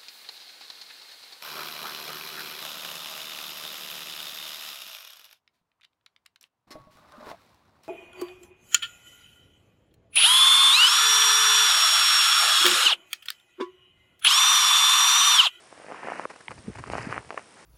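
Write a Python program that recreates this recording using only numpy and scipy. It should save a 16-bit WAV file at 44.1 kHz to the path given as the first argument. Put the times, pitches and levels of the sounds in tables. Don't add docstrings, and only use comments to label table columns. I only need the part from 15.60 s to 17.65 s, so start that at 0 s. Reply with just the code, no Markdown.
import sys
import numpy as np
from scipy import signal
from scipy.fft import rfft, irfft, next_fast_len
from scipy.io import wavfile

SR = 44100
rng = np.random.default_rng(int(sys.argv[2]) if len(sys.argv) > 2 else 0)


def int16_out(signal):
    q = np.round(np.clip(np.atleast_2d(signal).T, -1, 1) * 32767)
    wavfile.write(sys.argv[1], SR, q.astype(np.int16))


def undo_db(level):
    steps = np.asarray(level, float) / 20
    return 10 ** steps


N = 90404
T = np.arange(N) / SR

# start_s, level_db
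STEPS = [
    [(.1, -60), (.25, -52.5), (.33, -44), (.42, -46), (.46, -39), (.55, -40), (.62, -41.5), (.648, -41),
     (.662, -67)],
    [(1.29, -60), (1.32, -39), (1.38, -38), (1.41, -41), (1.455, -40), (1.475, -46), (1.51, -38.5),
     (1.575, -41.5), (1.62, -55)],
]
# pitch_hz, level_db (per Hz)
SNOW = [(88, -27), (150, -2.5), (927, 0.5), (1180, -1), (1900, -1.5), (2830, -8.5), (3600, -28.5),
        (4680, -92), (7920, -120)]
# pitch_hz, level_db (per Hz)
POWDER = [(3000, -69), (3700, -3.5), (4800, -2), (5800, -3.5), (11000, -9.5)]
# start_s, level_db
POWDER_SHARE = [(0, -28), (.66, -16.5), (.7, -15), (.95, -12), (1.28, -12), (1.35, -11.5), (1.6, -17),
                (2.05, -7)]
GRAINS_PER_S, GRAIN_CYCLES, GRAIN_SPREAD_DB = 7000, 5.23, 2.4
CLUMPS_PER_S, CLUMP_DB, POWDER_PATCH_DB = 126, 0.7, 2.0

# middle_s, half_length_s, level_db
SCUFFS = [(0.706, 0.0082, -39.5), (0.737, 0.0075, -50), (0.761, 0.0038, -44), (0.809, 0.0037, -44),
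          (0.913, 0.0095, -43), (0.981, 0.0054, -49), (1.074, 0.025, -58.5), (1.157, 0.0068, -44.5),
          (1.19, 0.0076, -40), (1.275, 0.0087, -42), (1.114, 0.033, -58), (1.236, 0.029, -52.5),
          (1.781, 0.029, -48), (1.994, 0.046, -53.5)]
SCUFF_RISE_SHARE = 0.69

# start_s, peak_db, pitch_hz, bright_part_db,
# ring_cycles
BOND_SNAPS = [(.1245, -29, 597, -22, 2.2), (.175, -36.5, 537, 0, 4.9), (.1975, -33.5, 557, -18, 2.3),
              (.217, -34, 651, -6, 2), (.243, -32.5, 500, -26, 4.7), (.2622, -36, 546, 0, 5.3),
              (.282, -31, 535, -17, 4), (.300, -30, 520, -14, 9.7), (.312, -29, 680, -8, 12),
              (.319, -20, 660, -24, 0.56), (.343, -28, 1010, -22, 16), (.366, -40, 557, -14, 6.6),
              (.430, -25, 834, -25, 7.4), (.444, -27, 464, -8, 1.4), (.461, -35, 1300, -22, 3.2),
              (.47, -20.5, 567, -24, 2.8), (.483, -17.5, 610, -27, 2.1), (.499, -22, 950, -28, 3.3),
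              (.518, -16, 740, -33, 5.7), (.594, -15, 820, -17, 3.4), (.651, -17.5, 1070, -21.5, 9.3),
              (.576, -32, 800, -15, 4), (.294, -34, 550, -12, 3), (.380, -40, 1500, -15, 4),
              (.392, -36, 800, -15, 3.4), (.452, -30, 447, -20, 1.8),
              (1.153, -34, 704, -17, 4.4), (1.1842, -28.5, 800, -16, 2.8), (0.893, -38, 1500, -15, 4.4),
                 (.906, -26, 945, -12, 5.7), (.914, -24, 990, -5, 3.2), (1.07, -40.5, 1500, -6, 3.6),
                 (1.131, -38, 1680, -17, 5), (1.171, -33.5, 1480, -12, 6.2),
                 (1.237, -23.5, 1050, -11.5, 7.7), (1.243, -36, 2500, -10, 4.6),
                 (1.26, -31.5, 1200, -6, 2.8), (1.298, -18.5, 550, -5.5, 1.4),
              (1.333, -14.5, 705, -17, 2.1), (1.351, -14.5, 760, -30, 2.5), (1.362, -27, 805, -18, 1.1),
                (1.38, -16, 800, -16, 1.1), (1.524, -14, 1170, -31, 5.9), (1.5411, -26, 1900, -15, 6),
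                (1.506, -27, 790, -8, 2.7), (1.511, -30, 900, -12, 4.4), (1.489, -28.5, 445, -9, 4),
                (1.626, -35.5, 910, -11, 3.5), (1.561, -24, 780, -18, 3.6), (1.5675, -23, 790, -12, 2.1),
                (1.577, -13.5, 1180, -30, 4.7), (1.314, -31, 900, -13, 2.4), (1.32, -33, 900, -14, 3),
                (1.394, -33, 900, -15, 2.2), (1.407, -32, 1000, -11, 3), (1.646, -39.5, 660, 2, 1.8),
                (1.691, -37, 804, 2, 3.6), (1.7036, -19, 920, -4.5, 2.1), (1.706, -32, 500, -20, 3.9),
                (1.708, -30, 1160, -17, 4.5), (1.7125, -36, 750, -6, 5.7), (1.7227, -28, 600, -11, 3.5),
                (1.7275, -32.5, 700, -1, 3), (1.7417, -27.5, 550, -6, 4.5), (1.773, -22, 620, -18, 3.3),
                (1.7744, -20, 1760, -31, 20), (1.7751, -17.5, 1090, -30, 8.6), (1.782, -32, 510, -13, 2.2),
                (1.792, -31, 800, -2, 2.2)]
SNAPS = BOND_SNAPS
SNAP_LAG_S, SNAP_CYCLES, SNAP_DB = .002, 1, -0.5
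SAG_SHARE = 0.43
SNAP_LOW_HZ, SNAP_HIGH_HZ = 228, 2920
BRIGHT_HZ, BRIGHT_T60_S = 1900, 0.0016
SPARK_HZ, SPARK_DB = 4500, -14
CRUMBLE_T60_S, CRUMBLE_DB = 0.022, -20.5

# trough_s, peak_db, pitch_hz, swell_cycles
TWIG = [
    (.8823, -24, 2110, 1.8),
    (.8823, -30.5, 3160, 2),
    (.8838, -30.5, 920, 1.3),
    (0.99, -43.5, 4900, 2.3),
]
# trough_s, peak_db, pitch_hz
CRUMBS = [(1.319, -59, 4500), (1.344, -45, 4500), (1.352, -49, 5230), (1.375, -48, 4900),
          (1.395, -56, 5200), (1.405, -45, 4760), (1.415, -50, 4970), (1.426, -41.5, 4960),
          (1.43, -48, 5400), (1.445, -46, 4940), (1.455, -45, 4900), (1.489, -47, 4800), (1.51, -48, 4800)]
CRUMB_CYCLES = 4.8

# start_s, level_db
GRIP = [(.87, -73), (.9, -47), (.95, -58.5), (.99, -48.5), (1.03, -70), (1.1, -40), (1.135, -68),
        (1.165, -53), (1.215, -48), (1.245, -63), (1.275, -45.5), (1.37, -47.5), (1.45, -49.5), (1.53, -55),
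        (1.595, -45.5), (1.62, -62), (1.68, -53), (1.71, -72)]
GRIP_LOW_HZ, GRIP_HIGH_HZ = 59.7, 139.7
# start_s, level_db
RUB = [(.87, -80), (.89, -54), (.912, -59), (.936, -66), (.974, -54.5), (1.0, -53), (1.026, -65),
       (1.062, -50), (1.12, -62), (1.135, -77), (1.155, -60), (1.204, -51), (1.242, -74.5), (1.27, -51),
       (1.312, -50), (1.4, -53), (1.45, -48.5), (1.6, -57), (1.626, -76), (1.7, -60), (1.75, -67)]
RUB_LOW_HZ, RUB_HIGH_HZ = 149, 341
GRIP_LUMP_DB, RUMBLE_EVEN_SHARE = 1.2, 0.6
# trough_s, peak_db, pitch_hz, swell_cycles
THUMPS = [(1.0836, -27, 207, 1.33), (1.0836, -33, 418, 1.4), (1.0995, -35.5, 396, 1.14),
          (1.1045, -38, 230, 0.73), (1.045, -45, 196, 1.3), (1.2, -37, 135, 1.4), (1.116, -43.5, 76, 0.75),
          (1.163, -39.5, 107, 0.9), (1.208, -42, 110, 1), (1.205, -43, 285, 1.4), (0.99, -46, 106, 1.3),
          (1.5, -33, 120, 0.95), (1.318, -39, 180, 0.9), (1.4, -34, 120, 0.92), (1.188, -44.5, 380, 2.6)]
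# crest_s, peak_db, pitch_hz, swell_cycles
BUMPS = [
    (1.472, -25, 224, 0.65),
    (.6557, -23, 495, 0.72),
]

# start_s, peak_db
TICK = [(0, -47.5), (.28, -51), (.38, -60), (.46, -50), (.6, -48.5), (.72, -53), (.85, -48.5), (1.4, -49.5),
        (1.47, -51), (1.55, -46), (1.65, -50.5), (1.9, -48), (2.05, -51)]
FIELD_HZ, TICK_START_S = 59.94, .0063
TICK_HZ, TICK_WIDTH_S, TICK_SCATTER_DB = 8540, 0.00042, 1.5
TICK_SLIP = .45
# middle_s, level_db
WHINES = [
    (.225, -58.5),
    (.612, -62),
    (1.0, -62),
    (1.083, -60),
    (1.30, -58),
]
WHINE_HZ, WHINE_HALF_S = 8600, 0.01
WHIR_HZ, WHIR_T60_S, WHIR_DB = 5400, 0.0044, -68.5

# pitch_hz, level_db (per Hz)
HISS = [(41, -43), (70, -16), (458, -1.5), (1880, -7), (4100, -14), (5400, -16), (7100, -16), (8590, -18.5),
        (10800, -17.5), (14100, -46), (22000, -120)]
HISS_DB = -55
LOW_CUT_HZ, CUTOFF_HZ = 35, 11290


def rms_one(x):
    return x / np.sqrt(np.mean(x ** 2) + 1e-20)


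def in_time(rows):
    return np.interp(T, *np.transpose(rows))


def drift(rate):
    r = np.exp(-2 * np.pi * rate / SR)
    wander = signal.lfilter([1], [1, -2 * r, r * r], rng.standard_normal(N + SR))
    return rms_one(wander[SR:])


def ring(x, hz, t60):
    r = undo_db(-60 / (t60 * SR))
    w = 2 * np.pi * hz / SR
    return signal.lfilter([0, np.sin(w)], [1, -2 * r * np.cos(w), r * r], x + 1e-18)


def colour(x, points):
    hz, db = np.transpose(points)
    size = next_fast_len(N)
    grid = np.maximum(np.arange(size // 2 + 1) * SR / size, 1)
    gain = undo_db(np.interp(np.log(grid), np.log(hz), db))
    return rms_one(irfft(rfft(x, size) * gain, size)[:N])


def band_pass(order, low_hz, high_hz):
    return signal.butter(order, [low_hz, high_hz], "band", fs=SR, output="sos")


def add(out, s, sound):
    i = int(s * SR)
    out[i:i + len(sound)] += sound[:len(out) - i]


def knock(hz, cycles, size):
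    turns = np.arange(size) * hz / SR
    sag = SAG_SHARE * .5 * (1 - np.exp(-2 * turns))
    sound = -np.sin(2 * np.pi * (turns + sag)) * undo_db(-60 * turns / (cycles + 1))
    return sound / np.abs(sound).max()


def swells(rows):
    out = np.zeros(N)
    for s, db, hz, cycles in rows:
        age = np.maximum((T - s) * hz / cycles + 1, 0)
        swell = (age * np.exp(1 - age)) ** 2
        out -= undo_db(db) * swell * np.cos(2 * np.pi * hz * (T - s))
    return out


def snow_grains():
    sizes = undo_db(GRAIN_SPREAD_DB * np.minimum(rng.exponential(1, N), 4)) * rng.choice([-1, 1], N)
    born = rng.random(N) < GRAINS_PER_S / SR
    pitches = np.geomspace(170, 3600, 24)
    dealt = rng.integers(0, 24, N)
    flat = np.zeros(N)
    for k, hz in enumerate(pitches):
        t60 = GRAIN_CYCLES / hz
        once = ring(sizes * born * (dealt == k), hz, t60)
        flat += ring(once, hz, t60) * hz ** 2
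    crush = colour(flat, SNOW) * undo_db(CLUMP_DB * drift(CLUMPS_PER_S))
    powder_level = undo_db(in_time(POWDER_SHARE) + POWDER_PATCH_DB * drift(49))
    return crush + powder_level * colour(rng.standard_normal(N), POWDER)


def crunch():
    power = np.zeros(N)
    for step in STEPS:
        power += undo_db(2 * in_time(step)) * (T > step[0][0]) * (T < step[-1][0])
    for s, half_s, db in SCUFFS:
        side = np.where(T < s, SCUFF_RISE_SHARE, 1)
        power += undo_db(2 * db) * np.exp(-((T - s) / half_s / side) ** 2)
    for s, db, *_ in SNAPS:
        debris_db = db + CRUMBLE_DB - 60 * np.abs(T - s) / CRUMBLE_T60_S
        power += undo_db(2 * debris_db) * (T > s + SNAP_LAG_S)
    return np.sqrt(power) * snow_grains()


def snaps():
    knocks, sparks = np.zeros(N), np.zeros(N)
    edge = knock(BRIGHT_HZ, BRIGHT_T60_S * BRIGHT_HZ, size=900)
    spark = knock(SPARK_HZ, 24.0, size=900)
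    for s, db, hz, bright_db, cycles in SNAPS:
        body = knock(hz, SNAP_CYCLES * cycles, size=900)
        add(knocks, s + SNAP_LAG_S, undo_db(db + SNAP_DB) * (body + undo_db(bright_db) * edge))
        add(sparks, s + SNAP_LAG_S, undo_db(db + bright_db + SPARK_DB) * spark)
    low_cut = signal.butter(2, SNAP_LOW_HZ, "high", fs=SR, output="sos")
    muffle = signal.butter(6, SNAP_HIGH_HZ, fs=SR, output="sos")
    dull = signal.sosfilt(np.vstack([low_cut, muffle]), knocks + 1e-18)
    return dull + signal.sosfilt(band_pass(2, 3500, 6000), sparks + 1e-18)


def twig_and_crumbs():
    return swells(TWIG + [row + (CRUMB_CYCLES,) for row in CRUMBS])


def grip():
    out = swells(THUMPS) - swells(BUMPS)
    for curve, low_hz, high_hz in ((GRIP, GRIP_LOW_HZ, GRIP_HIGH_HZ), (RUB, RUB_LOW_HZ, RUB_HIGH_HZ)):
        noise = signal.sosfilt(band_pass(3, low_hz, high_hz), rng.standard_normal(N))
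        outline = np.abs(signal.hilbert(noise)) + .3 * noise.std()
        noise = noise / outline ** RUMBLE_EVEN_SHARE
        out = out + rms_one(noise) * undo_db(in_time(curve) + GRIP_LUMP_DB * drift(11))
    return out


def focus_drive():
    place = (T - TICK_START_S) * FIELD_HZ
    field = np.round(place).astype(int)
    away = (place - field) / FIELD_HZ
    scatter, slip = rng.standard_normal((field.max() + 2, 2))[field].T
    tone = np.sin(2 * np.pi * TICK_HZ * away + TICK_SLIP * slip)
    blips = np.exp(-.5 * (away / TICK_WIDTH_S) ** 2) * tone
    ticks = undo_db(in_time(TICK) + TICK_SCATTER_DB * scatter) * blips
    whines = sum(undo_db(db) * np.exp(-((T - s) / WHINE_HALF_S) ** 4) for s, db in WHINES)
    whir = undo_db(WHIR_DB) * rms_one(ring(rng.standard_normal(N), WHIR_HZ, WHIR_T60_S))
    return ticks + whines * np.sin(2 * np.pi * WHINE_HZ * T) + whir


def recorder_hiss():
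    return undo_db(HISS_DB) * colour(rng.standard_normal(N), HISS)


def scene():
    snow = crunch() + snaps() + twig_and_crumbs()
    return (snow + grip() + focus_drive() + recorder_hiss())[None]


def band_limit(x):
    return signal.sosfilt(signal.butter(12, 10980, fs=SR, output="sos"), x)


def record(dry):
    top_cut = signal.cheby2(24, 60, CUTOFF_HZ, fs=SR, output="sos")
    low_cut = signal.butter(2, LOW_CUT_HZ, "high", fs=SR, output="sos")
    mix = signal.sosfilt(np.vstack([top_cut, low_cut]), dry)
    return band_limit(mix)


dry = scene()
out = record(dry)
int16_out(out)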